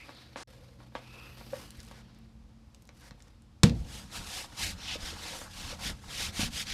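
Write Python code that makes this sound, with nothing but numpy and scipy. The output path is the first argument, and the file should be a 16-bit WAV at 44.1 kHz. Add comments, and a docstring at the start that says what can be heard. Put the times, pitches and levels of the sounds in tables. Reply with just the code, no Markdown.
"""Inside a parked vehicle in a garage, a stiff hook-and-loop panel is turned over in the hands.
Fingers slide and knock on it, and its tiny hooks catch and snap. It is slapped onto a fabric
seat back and rubbed down in quick, rasping strokes of the palm. The seat thuds and rumbles
under the hand; a faint engine hum comes in from outside."""
import sys
import numpy as np
from scipy import signal
from scipy.fft import rfft, irfft, next_fast_len
from scipy.io import wavfile
from scipy.ndimage import uniform_filter1d, map_coordinates

SR = 44100
rng = np.random.default_rng(int(sys.argv[2]) if len(sys.argv) > 2 else 0)


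def materialize(psi):
    """Save the field psi as 16-bit PCM at rate SR to the path in sys.argv[1].

    A 1-D psi becomes a single channel; in a 2-D psi each row is a channel.
    """
    bounded = np.clip(np.atleast_2d(psi).T, -1, 1)
    quanta = np.round(bounded * 32767).astype(np.int16)
    wavfile.write(sys.argv[1], SR, quanta)


N = 296793
TIME = np.arange(N) / SR
DIP_START_S, DIP_END_S = .434, .474   # the level dips briefly here


def from_db(db):
    """Turn decibels into a gain to multiply by."""
    return np.exp(np.asarray(db) * (np.log(10) / 20))


def rms_one(x):
    """Scale a signal so its average strength (rms) is 1."""
    return x / np.sqrt(np.mean(x ** 2) + 1e-20)


def at_hz(points, hz):
    """Read between a table's rows, with frequency spaced in octaves."""
    freqs, values = np.array(points).T
    return np.interp(np.log(hz), np.log(freqs), values)


def cut(x, hz, kind, order=2):
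    """Keep the "low" part, the "high" part or a "band" of a sound."""
    sections = signal.butter(order, np.clip(hz, 10, .48 * SR), kind, fs=SR, output="sos")
    return signal.sosfilt(sections, x + 1e-18)


def coloured(x, spectrum):
    """Shape a sound's tone by rows of f/Hz, level/dB, fading beyond the ends; rms 1."""
    size = next_fast_len(N)
    hz = np.maximum(np.arange(size // 2 + 1) * SR / size, 1)
    octaves_below = np.maximum(np.log2(spectrum[0][0] / hz), 0)
    octaves_above = np.maximum(np.log2(hz / spectrum[-1][0]), 0)
    gain = from_db(at_hz(spectrum, hz) - 30 * (octaves_below + octaves_above))
    return rms_one(irfft(rfft(x, size) * gain, size)[:N])


def noise():
    """White noise: an even hiss."""
    return rng.standard_normal(N)


def drift(rate_hz):
    """A random wander of typical size 1."""
    return rms_one(cut(noise(), rate_hz, "low"))


def swell(middle, length):
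    """A smooth rise and fall of height 1."""
    shape, inside = np.zeros(N), np.abs(TIME - middle) < length / 2
    shape[inside] = np.cos(np.pi * (TIME[inside] - middle) / length) ** 2
    return shape


def dying(start, t60):
    """A sudden start, then a fade of 60 dB every t60 seconds."""
    return (TIME >= start) * from_db(-60 * np.clip((TIME - start) / t60, 0, 4))


def ring(x, hz, t60):
    """Each click in x starts a fading tone as strong as the click."""
    keep, angle = from_db(-60 / (t60 * SR)), 2 * np.pi * hz / SR
    return signal.lfilter([0, np.sin(angle)], [1, -2 * keep * np.cos(angle), keep * keep], x + 1e-18)


def click(s):
    """One sample of height 1 at s seconds."""
    return 1. * (np.arange(N) == round(s * SR))


def lagging(x, lag_s):
    """Follow a level smoothly and a little late."""
    keep = np.exp(-1 / (lag_s * SR))
    return signal.lfilter([1 - keep], [1, -keep], x + 1e-18)


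def speed(fastest, rise, fall, easing=0.24):
    """The hand speeds up to 1 and slows to rest; easing softens the turn at the top."""
    ramp = np.interp(TIME - fastest, [-rise, 0, fall], [0, 1, 0])
    return ramp * (1 + easing * (1 - ramp))


def hand_levels(moves, rasp_power, body_power):
    """Rasp (middle), body (low) and hiss (high) grow with speed; overlapping moves add in power."""
    power = np.zeros((3, N))
    for fastest, rise, fall, db, body_db, hiss_db, *_ in moves:
        pace = speed(fastest, rise, fall)
        moving = pace > 0
        rasp, body = pace[moving] ** rasp_power, pace[moving] ** body_power
        gains = np.array([rasp, from_db(body_db) * body, from_db(hiss_db) * rasp])
        power[:, moving] += (from_db(db) * gains) ** 2
    return np.sqrt(power)


def friction(gains, spectrum, catches_per_s, grain_db, smooth, judder_db, body_hz, hiss_hz):
    """Fibres catch and let go in dense grains; the flat hand adds body, speed adds hiss."""
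    rasp_gain, body_gain, hiss_gain = gains
    caught = rng.random(N) < catches_per_s / SR
    grains = rms_one(caught * noise() * from_db(grain_db * np.minimum(rng.exponential(1, N), 4)))
    texture = coloured(grains + smooth * noise(), spectrum)
    # the gap under the hand changes shape, and its short echo shifts the tone
    echo_at = (TIME - 0.000683 * from_db(2.75 * drift(4))) * SR
    texture = texture + 0.33 * map_coordinates(texture, [echo_at], order=3)
    body = rms_one(cut(texture, body_hz, "low", order=3)) * body_gain * from_db(1.9 * drift(39))
    rasp = rms_one(cut(cut(texture, body_hz, "high", order=3), hiss_hz, "low", order=3)) * rasp_gain
    hiss = rms_one(cut(texture, hiss_hz, "high", order=3)) * hiss_gain
    return (body + rasp + hiss) * from_db(judder_db * drift(40))


def engine_and_air():
    """A distant engine's wavering hum swells and sinks back over the rumble of garage air."""
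    # engine tones: f/Hz, top level/dB, loudest at/s, swell length/s
    tones = [(53.4, -59.5, 1.9, 4), (123.5, -56.5, 1.21, 3.6), (181.5, -65, 1.5, 3.2),
             (222.6, -59.5, 1.93, 2.7)]
    # tone of the air: f/Hz, level/dB
    air_spectrum = [(22, -33), (45, -3.5), (70, -3.5), (140, -15.5), (225, -17.5), (320, -20.5),
                    (480, -25.5), (1100, -32), (1600, -37), (5000, -40), (8000, -47.5), (12000, -53),
                    (15000, -64)]
    hum, rest_db = 0, -9.5
    for hz, db, loudest, length in tones:
        level_db = db + rest_db * (1 - swell(loudest, length)) + 2.3 * drift(2.5)
        phase = 2 * np.pi * hz * np.cumsum(1 + 0.0096 * drift(1.5)) / SR
        hum = hum + from_db(level_db) * np.sqrt(2) * np.sin(phase)
    air = from_db(-57) * coloured(noise(), air_spectrum)
    deep = np.interp(TIME, [DIP_START_S, DIP_END_S], [0, 1])   # the deepest rumble fades in
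    return hum + deep * air + (1 - deep) * cut(air, 100, "high", order=1)


def sliding_fingers():
    """Fingers slide and scuff over the loose panel."""
    # slides: fastest at/s, speeding up/s, slowing/s, rasp/dB, body vs rasp/dB, hiss vs rasp/dB
    slides = [(.09, .25, .31, -56.5, -2, -9), (.48, .06, 0.33, -61.5, -1.5, -5),
              (.81, 0.027, 0.11, -63.5, 2, -7.5), (1.2, .3, .3, -56.5, -2, -7),
              (1.39, 0.028, 0.2, -54, -5, -5.5), (1.57, 0.07, 0.14, -51, -2, -1.5),
              (1.81, 0.19, 0.23, -58.5, -3.5, -4.5), (1.96, 0.06, 0.4, -66, -1, -13),
              (2.78, 0.14, .13, -77, 2, -0.5), (3.07, 0.15, 0.054, -63, -7, -0.5),
              (3.25, 0.14, .13, -69.5, 1, -6)]
    # tone of a slide: f/Hz, level/dB
    slide_spectrum = [(300, 3.5), (520, 0), (1100, -5.5), (1600, -4.5), (3100, -7), (4900, -6),
                      (7000, -20.5), (10500, -24.5), (12500, -25), (15500, -43)]
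    # brisk scuffs: start/s, length/s, level/dB
    scuffs = [(0.353, 0.095, -46.5), (1.923, 0.11, -60), (2.996, 0.112, -58.5), (3.265, 0.026, -64)]
    # tone of a scuff: f/Hz, level/dB
    scuff_spectrum = [(300, -1.5), (500, -3.5), (1900, -5.0), (2800, -12.5), (5000, -10.5),
                      (10000, -20.5), (15000, -44)]
    gains = hand_levels(slides, rasp_power=0.71, body_power=0.71)
    slide = friction(gains, slide_spectrum, catches_per_s=3000, grain_db=-2.0, smooth=1.55,
                     judder_db=1.96, body_hz=1460, hiss_hz=6450)
    grip = sum(from_db(db) * np.clip(4 * swell(s + length / 2, length * 0.93), 0, 1)
               for s, length, db in scuffs)
    return slide + grip * coloured(noise(), scuff_spectrum)


def zips_and_groans():
    """Skin on the weave makes zips that rise as it speeds up, and low groans where it sticks."""
    # the weave sings: middle/s, length/s, f/Hz, width/Hz, level/dB
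    runs = [(0.001, 0.2, 2300, 600, -52.5), (.19, 0.31, 4030, 1200, -59), (0.599, 0.67, 498, 89, -62.5),
            (1.2, 0.53, 2590, 280, -55.5), (1.209, 0.42, 1213, 398, -60.5), (1.4, .9, 12200, 2600, -70),
            (1.599, 0.47, 2910, 450, -65.5), (4.91, 0.15, 3087, 1110, -38.5), (5.344, 0.091, 700, 410, -50)]
    # a finger sticks and slips: middle/s, length/s, f/Hz, peak/dB
    sticks = [(1.536, 0.023, 535, -28.5), (4.958, 0.0083, 520, -32), (5.131, 0.006, 480, -38),
              (5.333, 0.082, 540, -48), (5.73, 0.013, 490, -36.5), (6.432, 0.0094, 750, -37)]
    zips = 0
    for s, length, hz, width, db in runs:
        pitch = hz * (1 + .08 * np.clip((TIME - s) / length, -1, 1))
        phase = 2 * np.pi * np.cumsum(pitch) / SR
        rough_tone = drift(width / 2) * np.cos(phase) + drift(width / 2) * np.sin(phase)
        zips = zips + from_db(db) * swell(s, length) * rough_tone
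    wobbly_time = np.cumsum(1 + 0.0566 * drift(175)) / SR
    groans = sum(from_db(db) * swell(s, length) * np.sin(2 * np.pi * hz * wobbly_time)
                 for s, length, hz, db in sticks)
    return zips + groans


def hook_snaps():
    """A hook lets go with a tiny dry tick; flexing the panel sets off a scatter of fainter ones."""
    # single hooks: t/s, level/dB, centre/Hz
    hooks = [(1.7059, -35, 5950), (1.803, -33.5, 3980), (1.886, -43, 6000), (2.147, -49, 5000),
             (2.188, -56, 10000), (2.826, -59, 8000), (2.7465, -38.5, 4650), (2.891, -36.5, 3050),
             (3.008, -47, 4500), (3.109, -35, 2770), (3.204, -42.5, 2960), (3.223, -43, 5000),
             (3.4212, -51.5, 5360), (3.696, -18.5, 2500)]
    # the panel flexes: middle/s, length/s, top rate/(ticks per s), level/dB
    flexes = [(0, 0.53, 38, -52), (1.803, 0.33, 39, -47), (3.0, .9, 25, -53)]
    ticks = sum(from_db(db) * cut(noise() * dying(s, 0.0079), [hz / np.sqrt(3), hz * np.sqrt(3)], "band")
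                for s, db, hz in hooks)
    lets_go = sum(from_db(db) * (rng.random(N) < per_s * swell(middle, length) / SR)
                  for middle, length, per_s, db in flexes)
    keep = from_db(-60 / (.005 * SR))   # each faint tick dies in 5 ms
    fading = signal.lfilter([1], [1, -keep], lets_go * rng.rayleigh(.7, N) + 1e-18)
    return ticks + cut(fading * noise(), [3800, 11000], "band")


def panel_knocks():
    """Each knock rings the stiff panel and crunches the hooks under the finger."""
    # knocks: t/s, level/dB, brightness/Hz
    hits = [(.085, -42, 3000), (.092, -33.5, 2500), (.359, -26.5, 2540), (.803, -42.5, 1500),
            (0.922, -45, 890), (.952, -22, 2420), (.958, -39, 3000), (1.411, -37, 1200), (1.533, -30, 1400),
            (1.563, -41, 1220), (1.912, -36, 2190), (2.891, -43.5, 2480), (3.109, -42.5, 3000),
            (3.634, -21.5, 1200), (5.415, -31.5, 2500), (6.394, -27, 1200), (6.432, -33, 1000)]
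    # the panel's own tones: f/Hz, level/dB, ring time/s
    tones = [(244, -15, 0.073), (535, -4.5, 0.021), (900, -6, 0.017), (1147, -12.5, 0.043),
             (1593, -7.5, 0.014), (2400, -12, 0.014), (4070, -7.5, 0.0051)]
    taps = sum(from_db(db) * cut(click(s), hz, "low", order=1) for s, db, hz in hits)
    crunch = sum(from_db(db) * cut(noise() * dying(s, 0.18), [400, hz + 400], "band")
                 for s, db, hz in hits)
    ringing = sum((-1) ** k * from_db(db) * ring(taps, hz, t60) for k, (hz, db, t60) in enumerate(tones))
    return ringing + from_db(-12.0) * crunch


def seat_thuds():
    """The cushion gives a short thump, then the frame rings and the whole seat shudders."""
    # blows on the seat back: t/s, level/dB, cushion pitch/Hz
    blows = [(1.791, -42.5, 62), (3.118, -42, 171), (3.643, -3, 144.5), (3.81, -30.5, 58.3),
             (3.85, -32, 61.6), (4.197, -37, 139), (4.637, -35, 85), (4.958, -34.5, 280), (5.04, -36, 40),
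             (5.127, -40, 300), (5.861, -33.5, 148), (6.396, -22.5, 213), (6.4333, -23.5, 175),
             (6.465, -32, 95)]
    # tones of the seat frame and cabin air: f/Hz, level/dB, ring time/s
    tones = [(57.9, -22, 0.78), (69, -29, 0.41), (98, -15, 0.19), (130.7, -23, 0.41), (171.3, -18.5, .3),
             (233.3, -15, 0.26), (472, -22.5, 0.22)]
    # tone of the shudder: f/Hz, level/dB
    shudder_spectrum = [(25, -28), (45, -28), (63, 10), (80, -15), (110, 1.5), (240, -9.5), (340, -14.5),
                        (480, -24.5), (700, -25)]
    thumps, pushes, shaken = 0, 0, 0
    for s, db, hz in blows:
        thumps = thumps - from_db(db) * swell(s, 2.0 / hz) * np.sin(2 * np.pi * hz * (TIME - s))
        reach = from_db(1.2 * db)   # the foam soaks up light blows before they reach the frame
        pushes = pushes + reach * click(s)
        shaken = shaken + reach * dying(s, 0.37)
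    frame = sum(from_db(db) * ring(pushes, hz, t60) for hz, db, t60 in tones)
    return thumps + frame + from_db(-14.0) * shaken * coloured(noise(), shudder_spectrum)


def panel_slap(start_s=3.6335):
    """The panel lands: thousands of hooks hit the fabric at once, then crackle as they settle."""
    # tone of the landing: f/Hz, level/dB
    crack_spectrum = [(300, 8), (480, 2), (620, -4), (880, 3), (1400, -4.5), (2300, -2), (2950, -8),
                      (4500, -4.5), (8000, -7), (11000, -19.5), (15500, -28)]
    # tone of the settling hooks: f/Hz, level/dB
    crackle_spectrum = [(400, -30), (800, 7), (1400, 4), (2500, 6), (4500, 4.5), (8000, -5), (12000, -15),
                        (15500, -34)]
    landing = (TIME >= start_s) * from_db(-60 * np.clip((TIME - start_s - .002) / 0.02, 0, 4))
    crackle = dying(start_s + 0.0064, 0.18) * coloured(noise(), crackle_spectrum)
    return from_db(-12.5) * landing * coloured(noise(), crack_spectrum) + from_db(-29.5) * crackle


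def rubbing_palm(down_s=3.704, landing_s=.06):
    """The palm rasps over the panel and its weight shakes the seat, which settles after each stroke."""
    # strokes: fastest at/s, speeding up/s, slowing/s, rasp/dB, body vs rasp/dB, hiss vs rasp/dB,
    # seat rumble/dB
    strokes = [(3.955, 0.11, 0.12, -45.5, -8, -4, -47), (4.165, .07, 0.08, -40.5, -7, -5, -44),
               (4.394, 0.23, 0.086, -39, -10, -4.5, -60), (4.585, 0.12, .04, -52.5, -5.5, -6, -64),
               (4.633, 0.078, 0.12, -32.5, -14.5, -5, -40), (4.935, 0.19, 0.048, -37.5, -12, -12, -47.5),
               (5.062, 0.094, 0.13, -39, -9, -8, -48.5), (5.28, 0.17, 0.23, -41, -7, -7, -56.5),
               (5.405, 0.15, 0.087, -50, -13, 2, -62), (5.594, 0.12, 0.21, -44, -11, -6, -45),
               (5.71, 0.13, 0.054, -41, -8.5, -9, -52), (5.876, 0.099, 0.061, -35, -11, -6.5, -38),
               (6.044, 0.034, .06, -55, -1, -4.5, -46.5), (6.241, .19, .08, -33.5, -13, -6.5, -43.5),
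               (6.428, 0.11, 0.07, -31, -14.5, -6, -37.5), (6.605, .11, 0.046, -34.5, -17.5, -5.5, -49),
               (6.707, .06, .2, -35, -17.5, -10.5, -42)]
    # tone of the rubbing: f/Hz, level/dB
    rub_spectrum = [(180, -26), (300, -5), (405, -5.5), (502, -4.5), (614, -5.5), (667, -4), (870, -2),
                    (1010, -6.5), (2790, -4.5), (5340, -4.5), (12100, -19.5), (16000, -38)]
    # tone of the shaking seat: f/Hz, level/dB
    rumble_spectrum = [(24, 7), (45, 3), (80, 8), (120, -1.5), (200, -1), (275, -10.5), (330, -20),
                       (450, -24)]
    # the palm still creeps between strokes: rasp/dB, body/dB, hiss/dB
    creep_levels = (-58.5, -63, -64)
    touching = np.clip((TIME - down_s) / landing_s, 0, 1)
    stroke_gains = hand_levels(strokes, rasp_power=1.163, body_power=0.56)
    gains = [np.hypot(gain, touching * from_db(db)) for gain, db in zip(stroke_gains, creep_levels)]
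    rasp = friction(gains, rub_spectrum, catches_per_s=9000, grain_db=1.0, smooth=1.7,
                    judder_db=0.95, body_hz=1700, hiss_hz=6470)
    weight = sum(from_db(db) * speed(fastest, rise, fall) for fastest, rise, fall, *_, db in strokes)
    shaking = lagging(weight, lag_s=0.065) + touching * from_db(-62.5)
    return rasp + shaking * coloured(noise(), rumble_spectrum)


def cabin_echoes(x):
    """Dense, short echoes from glass and trim; the upholstery soaks up the treble."""
    # how long the echoes last: f/Hz, time to fade 60 dB/s
    fade_times = [(150, 0.1), (500, 0.25), (2000, 0.14), (5000, 0.14), (12000, 0.1)]
    t, response = TIME[:SR // 2], 0
    edges = np.geomspace(100, 16000, 9)
    for low, high in zip(edges, edges[1:]):
        fall = from_db(-60 * t / at_hz(fade_times, np.sqrt(low * high)))
        response = response + cut(rng.standard_normal(len(t)), [low, high], "band") * fall
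    response = cut(response * np.clip((t - .002) / 0.0009, 0, 1), 9800, "low", order=1)
    return signal.fftconvolve(x, response / np.sqrt(np.sum(response ** 2)))[:N]


def scene():
    """Add up all the sounds; the hand noises and taps also echo in the cabin."""
    hands = rubbing_palm() + sliding_fingers() + zips_and_groans()
    taps = panel_knocks() + hook_snaps()
    echoes = cabin_echoes(from_db(-15.5) * hands + from_db(-11) * taps)
    return (hands + taps + panel_slap() + seat_thuds() + echoes + engine_and_air())[None]


def record(dry):
    """The cabin air cancels two pitches at this spot; the level dips briefly; the top treble is cut."""
    for hz, sharpness in [(390, 6.2), (622, 18.0)]:
        dry = signal.lfilter(*signal.iirnotch(hz, sharpness, fs=SR), dry)
    dip = uniform_filter1d(1. * ((TIME > DIP_START_S) & (TIME < DIP_END_S)), size=64)
    heard = (1 - dip) * dry + dip * from_db(-15) * cut(dry, 150, "low")
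    return signal.sosfilt(signal.ellip(10, .2, 80, 15600, fs=SR, output="sos"), heard)


dry = scene()
out = record(dry)
materialize(out)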